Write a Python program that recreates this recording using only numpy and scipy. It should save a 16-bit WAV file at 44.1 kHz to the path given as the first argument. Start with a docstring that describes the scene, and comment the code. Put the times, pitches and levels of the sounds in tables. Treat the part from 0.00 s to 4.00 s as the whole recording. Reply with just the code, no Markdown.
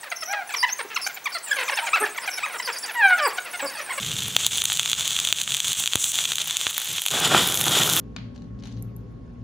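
"""A pack of wild dogs greets in open bush, over a quiet hiss of air in dry grass that slowly grows.
From the start, vibrating vocal folds give short falling yips, thin twitters and then arched whines;
one squeak glides upward. Near 1.4 s the farther dogs break into dense chatter, which thins after 2 s.
Near 3 s one long cry slides down, and the yips go on to the end. Throughout, the throat's resonances
colour the overtones, stems smear the twitters and trees return a dull reverberation."""
import sys
import numpy as np
from scipy import signal
from scipy.fft import rfft, irfft
from scipy.io import wavfile
from scipy.ndimage import map_coordinates

SR = 44100
rng = np.random.default_rng(int(sys.argv[2]) if len(sys.argv) > 2 else 0)


def transcribe(signal):
    """Save signal, clipped to [-1, 1], as a 16-bit WAV file at the path in sys.argv[1]."""
    frames = np.atleast_2d(signal).T
    limited = np.clip(frames, -1, 1)
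    pcm = np.round(limited * 32767).astype(np.int16)
    wavfile.write(sys.argv[1], SR, pcm)


N = 176400

# spectrum of air in the grass: f/Hz, relative level/dB
AIR_SPECTRUM = [(25, -30), (100, -13), (900, 0.5), (2000, -2.5), (4000, -8.5), (15000, -16)]
# near twitters: onset t/s, duration/s, base f/Hz, level/dB
NEAR_TWITTERS = [(0.153, 0.09, 5100, -37), (0.25, 0.078, 5460, -37), (0.558, 0.078, 4700, -29.5),
                 (0.757, 0.083, 8430, -42.5), (1.011, 0.063, 4576, -30), (1.1, 0.065, 12800, -43),
                 (1.317, 0.072, 4180, -33), (1.417, 0.13, 7270, -38.5), (1.715, 0.049, 5140, -36),
                 (1.999, 0.038, 7730, -31.5), (2.193, 0.074, 4870, -40.5), (2.295, 0.09, 5150, -34),
                 (2.62, 0.065, 4560, -35), (2.719, 0.071, 4580, -35), (2.822, 0.043, 4510, -32.5),
                 (3.217, 0.096, 4480, -35.5), (3.234, 0.045, 7590, -33), (3.606, 0.046, 7100, -37.5),
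                 (3.651, 0.055, 4520, -36), (3.73, 0.065, 4330, -42.5), (3.898, 0.089, 7640, -37)]
# near yips: onset t/s, duration/s, first f/Hz, last f/Hz, overtone level/dB
NEAR_YIPS = [(0.031, 0.016, 1010, 668, -35), (0.116, 0.019, 755, 635, -27), (0.222, 0.019, 685, 582, -33.5),
             (0.327, 0.024, 715, 603, -28), (0.491, 0.024, 915, 637, -35.5), (0.539, 0.015, 1252, 880, -28),
             (0.682, 0.025, 892, 655, -31.5), (0.789, 0.028, 590, 407, -29.5),
             (0.901, 0.046, 462.6, 397, -36.5), (0.96, 0.019, 1408, 958, -23.5),
             (1.065, 0.014, 795, 754, -25), (1.165, 0.019, 863, 644, -37.5),
             (1.257, 0.024, 1220, 858, -25.5), (1.348, 0.03, 724, 601, -30.5),
             (1.564, 0.047, 583.6, 468, -28.5), (1.609, 0.029, 536, 413, -27.5),
             (1.681, 0.025, 1216, 706, -25), (1.715, 0.028, 577, 530, -27), (1.77, 0.031, 913, 700, -24.5),
             (1.864, 0.03, 814, 652, -30), (1.955, 0.031, 835, 637, -26.5), (2.055, 0.014, 965, 736, -29.5),
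             (2.177, 0.014, 1187, 794, -28), (2.276, 0.0199, 806, 720, -25.5),
             (2.375, 0.021, 779, 660, -32), (2.542, 0.031, 489, 377, -32),
             (2.598, 0.0091, 1085, 896, -26.5), (2.674, 0.032, 544, 397, -27),
             (2.883, 0.036, 951, 681, -33.5), (3.096, 0.016, 1155, 866, -29.5),
             (3.182, 0.026, 892, 713, -26.5), (3.38, 0.015, 716, 753, -27), (3.533, 0.031, 775, 663, -32),
             (3.593, 0.02, 990, 697, -31), (3.791, 0.018, 688, 560, -34), (3.976, 0.018, 596, 511, -29.5)]
# response of throat and mouth: f/Hz, gain/dB
VOCAL_TRACT = [(100, -22), (1000, -0.5), (1650, 2.5), (2400, 3.5), (2900, -2.5), (4000, -5.5), (5300, -9),
               (12000, -50)]
# progress of the far chatter: t/s, share of its calls made so far
CHATTER_PROGRESS = [(0, 0.00077), (1.4, 0.076), (2.05, .44), (4, 0.98)]
# near whines: onset t/s, duration/s, top f/Hz, last f/Hz, fundamental level/dB, overtone level/dB
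NEAR_WHINES = [(0.282, 0.15, 830, 680, -32.5, -33), (0.629, 0.024, 1011, 858, -24.5, -19),
               (0.848, 0.015, 408, 377, -38.5, -45), (1.511, 0.024, 1720, 1523, -20.5, -30.5),
               (1.818, 0.037, 951, 808, -32, -53), (1.931, 0.036, 1349, 1028, -22.5, -21),
               (2.006, 0.045, 436, 341.5, -30.5, -27.5), (2.033, 0.019, 1766, 1595, -22.5, -46),
               (2.427, 0.041, 1280, 796, -30.5, -26.5), (3.626, 0.044, 564, 520, -30.5, -37),
               (3.626, 0.043, 289.8, 261, -42.5, -33.5), (3.892, 0.038, 1093, 675, -36, -31.5)]
# the squeak: onset t/s, duration/s, first f/Hz, last f/Hz, level/dB
RISING_SQUEAK = (0.692, 0.046, 5250, 6550, -31)
# the long cry before its low-pass: t/s, f/Hz, fundamental level/dB, overtone level/dB
CRY_CONTOUR = [(2.945, 994.5, -36, -32), (3.0, 921.5, -26.5, -22.5), (3.028, 812, -29.5, -16),
               (3.057, 786, -17, -9.5), (3.089, 748, -26.5, -20.5), (3.134, 722, -30.5, -15.5),
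               (3.165, 678.7, -44.5, -36), (3.213, 605.5, -36.5, -27), (3.256, 562.7, -27, -16),
               (3.291, 322, -34.5, -30.5)]

TOP_HZ = 15950  # upper band limit
SAG, TRILL, FLICK = .2, 0.101, 0.91  # shares of a twitter's base frequency
TRILL_HZ, FLICK_S = 51.65, 0.0042
LEAD_S, LEAD_HZ, LEAD_DB = .016, 5106, -12.5  # the twitter that opens a near yip; level relative to it
TWITTER_JITTER, YIP_JITTER, WHINE_JITTER = 0.0234, 0.031, 0.0088  # relative frequency deviations
JITTER_HZ, SHIMMER_DB, ARCH_DB, RASP_DB = 346.3, 2.5, 3.5, -13.5
ATTACK, RELEASE = .3, 0.26  # shares of a call's duration
YIP_STEP_DB, WHINE_STEP_DB = -1, -4  # source level from each overtone to the next
FULL_HZ, THIN_DB = 2270, -6  # a yip's fundamental changes by THIN_DB per octave below FULL_HZ
MOUTH_SHIFT = 0.086  # share by which resonances vary between calls and sink as the mouth closes
FAR_YIP_HZ, FAR_YIP_DB, FAR_TWITTER_HZ, FAR_TWITTER_DB = 702.2, -40.5, 8100, -46


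def undb(db):
    """Amplitude ratio of a level in decibels."""
    return 10 ** (np.asarray(db) / 20)


def unit(x):
    """Normalisation to unit rms."""
    return x / np.sqrt(np.mean(x ** 2) + 1e-18)


def gain_at(hz, points):
    """Frequency response: levels interpolated over log frequency."""
    f, db = np.array(points).T
    return undb(np.interp(np.log(hz + 1), np.log(f), db))


def noise(n, points):
    """Spectral shaping of white noise."""
    spectrum = rfft(rng.standard_normal(n)) * gain_at(np.fft.rfftfreq(n, 1 / SR), points)
    return unit(irfft(spectrum, n))


def wander(n, hz):
    """Random modulation: a smooth curve through hz new values a second."""
    at = np.arange(n) * hz / SR
    return map_coordinates(rng.standard_normal(4096), [at], order=2, mode="wrap")


def jittered_phase(hz, jitter):
    """Phase is the integral of frequency, here of one that trembles."""
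    return 2 * np.pi * np.cumsum(hz * (1 + jitter * wander(len(hz), JITTER_HZ))) / SR


def add(out, start, sound):
    """Superposition of a sound from its starting time."""
    i = max(int(start * SR), 0)
    out[i:i + len(sound)] += sound[:max(N - i, 0)]


def air_hiss(db=-44.5, rise_db_per_s=1.24, side_gain=0.18):
    """Broadband noise of air in grass, slowly growing: uncorrelated mid and side signals."""
    gain = undb(db + rise_db_per_s * (np.arange(N) - N / 2) / SR)
    side = gain * side_gain * rng.standard_normal(N)
    return gain * noise(N, AIR_SPECTRUM), side


def twitter(length, base_hz, db, flick=FLICK):
    """Frequency modulation: a thin tone warbles, sags and flicks upward as it fades."""
    t = np.arange(0, length + FLICK_S, 1 / SR)
    left = np.clip((length - t) / length, 0, 1)
    warble = np.sin(2 * np.pi * TRILL_HZ * t + 2 * wander(len(t), TRILL_HZ))
    upturn = flick * np.exp((t - length) / FLICK_S)
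    return thin_voice(base_hz * (1 + SAG * left ** 2 + TRILL * left * warble + upturn), db)


def thin_voice(hz, db, octave_db=-10, flutter_db=4.8):
    """Amplitude modulation: a whistled tone and its octave flutter, then scatter in the grass."""
    phase = jittered_phase(hz, TWITTER_JITTER)
    tone = np.sin(phase) * (hz < TOP_HZ) + undb(octave_db) * np.sin(2 * phase) * (2 * hz < TOP_HZ)
    flutter = undb(flutter_db * wander(len(hz), 2 * TRILL_HZ))
    return undb(db) * grass_scatter(unit(tone * signal.windows.tukey(len(hz), .25) * flutter))


def grass_scatter(x, decay_s=0.0056):
    """Scattering: stems near the animal spread a sound over a few milliseconds."""
    t = np.arange(0, 10 * decay_s, 1 / SR)
    response = unit(rng.standard_normal(len(t)) * np.exp(-t / decay_s)) / np.sqrt(len(t))
    response[0] = 1  # direct path
    return signal.fftconvolve(x, response / np.linalg.norm(response))


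def yip(start, length, first_hz, last_hz, db):
    """A quickening glide: a shallow spectral slope makes it bright, strong jitter makes it rough."""
    fundamental_db = db + THIN_DB * np.log2(FULL_HZ / first_hz)
    return voiced_call(start, length, first_hz, last_hz, fundamental_db, db,
                       crest=0, bend=1.472, jitter=YIP_JITTER, step_db=YIP_STEP_DB)


def voiced_call(start, length, crest_hz, last_hz, fundamental_db, overtone_db,
                crest, bend, jitter, step_db):
    """Source and filter: pitch bends away from a crest as the mouth closes. Returns onset and sound."""
    u = np.arange(-ATTACK / 2, 1 + RELEASE / 2, 1 / (length * SR))  # time as a share of the duration
    glide = np.abs((u - crest) / (1 - crest)) ** bend
    hz = np.maximum(crest_hz - (crest_hz - last_hz) * glide, crest_hz / 2)
    phase = jittered_phase(hz, jitter)
    resonance_scale = np.exp(MOUTH_SHIFT * (rng.standard_normal() + .5 - u))
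    envelope = swell(u)
    fundamental = undb(fundamental_db) * unit(np.cos(phase))
    upper = undb(overtone_db) * overtones(hz / resonance_scale, phase, step_db)
    return start + u[0] * length, envelope * (fundamental + upper)


def swell(u):
    """Amplitude envelope over u = 0 to 1: smooth edges, an arch and random shimmer."""
    attack = np.clip(u / ATTACK + .5, 0, 1)
    release = np.clip((1 - u) / RELEASE + .5, 0, 1)
    level_db = ARCH_DB * (np.sin(np.pi * u) - 2 / np.pi) + SHIMMER_DB * wander(len(u), JITTER_HZ)
    return np.sin(np.pi / 2 * attack * release) ** 2 * undb(level_db)


def overtones(hz, phase, step_db):
    """Resonance: the throat weights and delays the harmonics; brighter calls are also hoarser."""
    k = np.arange(2, 20)[:, None]
    colour, lag = rng.standard_normal((2, len(k), 1))
    weight = gain_at(k * hz, VOCAL_TRACT) * undb(step_db * k + 2 * colour) * (k * hz < TOP_HZ)
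    harmonics = (weight * np.cos(k * phase + lag)).sum(axis=0)
    rms = np.sqrt((weight ** 2).sum(axis=0) / 2)
    return harmonics / rms + undb(2 * step_db) * rasp(phase)


def rasp(phase):
    """Hoarseness is modulated noise: one puff a cycle through the throat's resonances."""
    puffs = noise(len(phase), VOCAL_TRACT) * (1 + np.cos(phase))
    return undb(RASP_DB) * signal.lfilter(*signal.butter(2, 500, "high", fs=SR), puffs)


def bush_reverb(x, db=-8, t60_s=0.39, cutoff_hz=3500):
    """Reverberation: trunks and leaves return a dull tail that decays exponentially."""
    decay = undb(-60 * np.arange(SR) / SR / t60_s)
    tail = unit(rng.standard_normal(SR) * decay) / np.sqrt(SR)
    reflections = signal.fftconvolve(x, tail)[:N]
    return undb(db) * signal.lfilter(*signal.butter(1, cutoff_hz, fs=SR), reflections)


def far_dogs(count=76, mean_length_s=.04):
    """A random process of varying rate: soft, distant yips, each between two twitters."""
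    out = np.zeros(N)
    times, share = np.array(CHATTER_PROGRESS).T
    for i, (when, size, pitch) in enumerate(rng.random((count, 3))):
        start = np.interp((i + when) / count, share, times)
        length = mean_length_s * (.5 + size)
        scale = 2 ** (pitch - .5)
        yip_hz = FAR_YIP_HZ * scale
        add(out, start, twitter(length, FAR_TWITTER_HZ * np.sqrt(scale), FAR_TWITTER_DB, FLICK / 2))
        add(out, *yip(start + length, length, yip_hz, yip_hz * 0.78, FAR_YIP_DB))
        add(out, start + 2 * length, twitter(length, FAR_TWITTER_HZ / scale, FAR_TWITTER_DB, flick=0))
    return out


def whine(start, length, top_hz, last_hz, fundamental_db, overtone_db):
    """Nearly periodic voicing: a smooth tone whose pitch follows a parabolic arch."""
    return voiced_call(start, length, top_hz, last_hz, fundamental_db, overtone_db,
                       crest=.46, bend=2, jitter=WHINE_JITTER, step_db=WHINE_STEP_DB)


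def squeak(start, length, first_hz, last_hz, db):
    """A linear chirp: a thin tone glides evenly upward."""
    return start, thin_voice(np.linspace(first_hz, last_hz, int(length * SR)), db)


def long_cry(cutoff_hz=2600):
    """A low-passed harmonic series: a clear cry swells, slides down and breaks off."""
    times, *controls = np.array(CRY_CONTOUR).T
    t = np.arange(times[0], times[-1], 1 / SR)
    hz, fundamental_db, overtone_db = (np.interp(t, times, c) for c in controls)
    phase = jittered_phase(hz, WHINE_JITTER / 2)
    fundamental = undb(fundamental_db) * unit(np.cos(phase))
    upper = undb(overtone_db) * overtones(hz, phase, WHINE_STEP_DB)
    voice = signal.lfilter(*signal.butter(2, cutoff_hz, fs=SR), fundamental + upper)
    shimmer = undb(SHIMMER_DB / 2 * wander(len(t), TRILL_HZ))
    return times[0], voice * shimmer * signal.windows.tukey(len(t), .06)


def near_dogs():
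    """Superposition of the nearest animals' calls."""
    out = np.zeros(N)
    for start, length, first_hz, last_hz, db in NEAR_YIPS:
        add(out, start - LEAD_S, twitter(LEAD_S, LEAD_HZ, db + LEAD_DB))
        add(out, *yip(start, length, first_hz, last_hz, db))
    for row in NEAR_WHINES:
        add(out, *whine(*row))
    for start, length, base_hz, db in NEAR_TWITTERS:
        add(out, start, twitter(length, base_hz, db))
    add(out, *squeak(*RISING_SQUEAK))
    add(out, *long_cry())
    return out


def scene():
    """Mid-side stereo: the pack is straight ahead; left and right differ more toward the treble."""
    dogs = near_dogs() + far_dogs()
    scattered = undb(-14) * np.gradient(grass_scatter(dogs)[:N])  # differentiation favours the treble
    air_mid, air_side = air_hiss()
    mid = dogs + bush_reverb(dogs) + air_mid
    side = scattered + air_side
    return np.array([mid + side, mid - side])


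def record(dry):
    """Band limiting: a faint, very high steady tone joins the sound, and a steep low-pass cuts the top."""
    tone_hz, tone_db = 15678, -57.5
    tone = undb(tone_db) * unit(np.sin(2 * np.pi * tone_hz * np.arange(N) / SR))
    return signal.sosfilt(signal.ellip(10, .2, 70, TOP_HZ, fs=SR, output="sos"), dry + tone)


dry = scene()
out = record(dry)
transcribe(out)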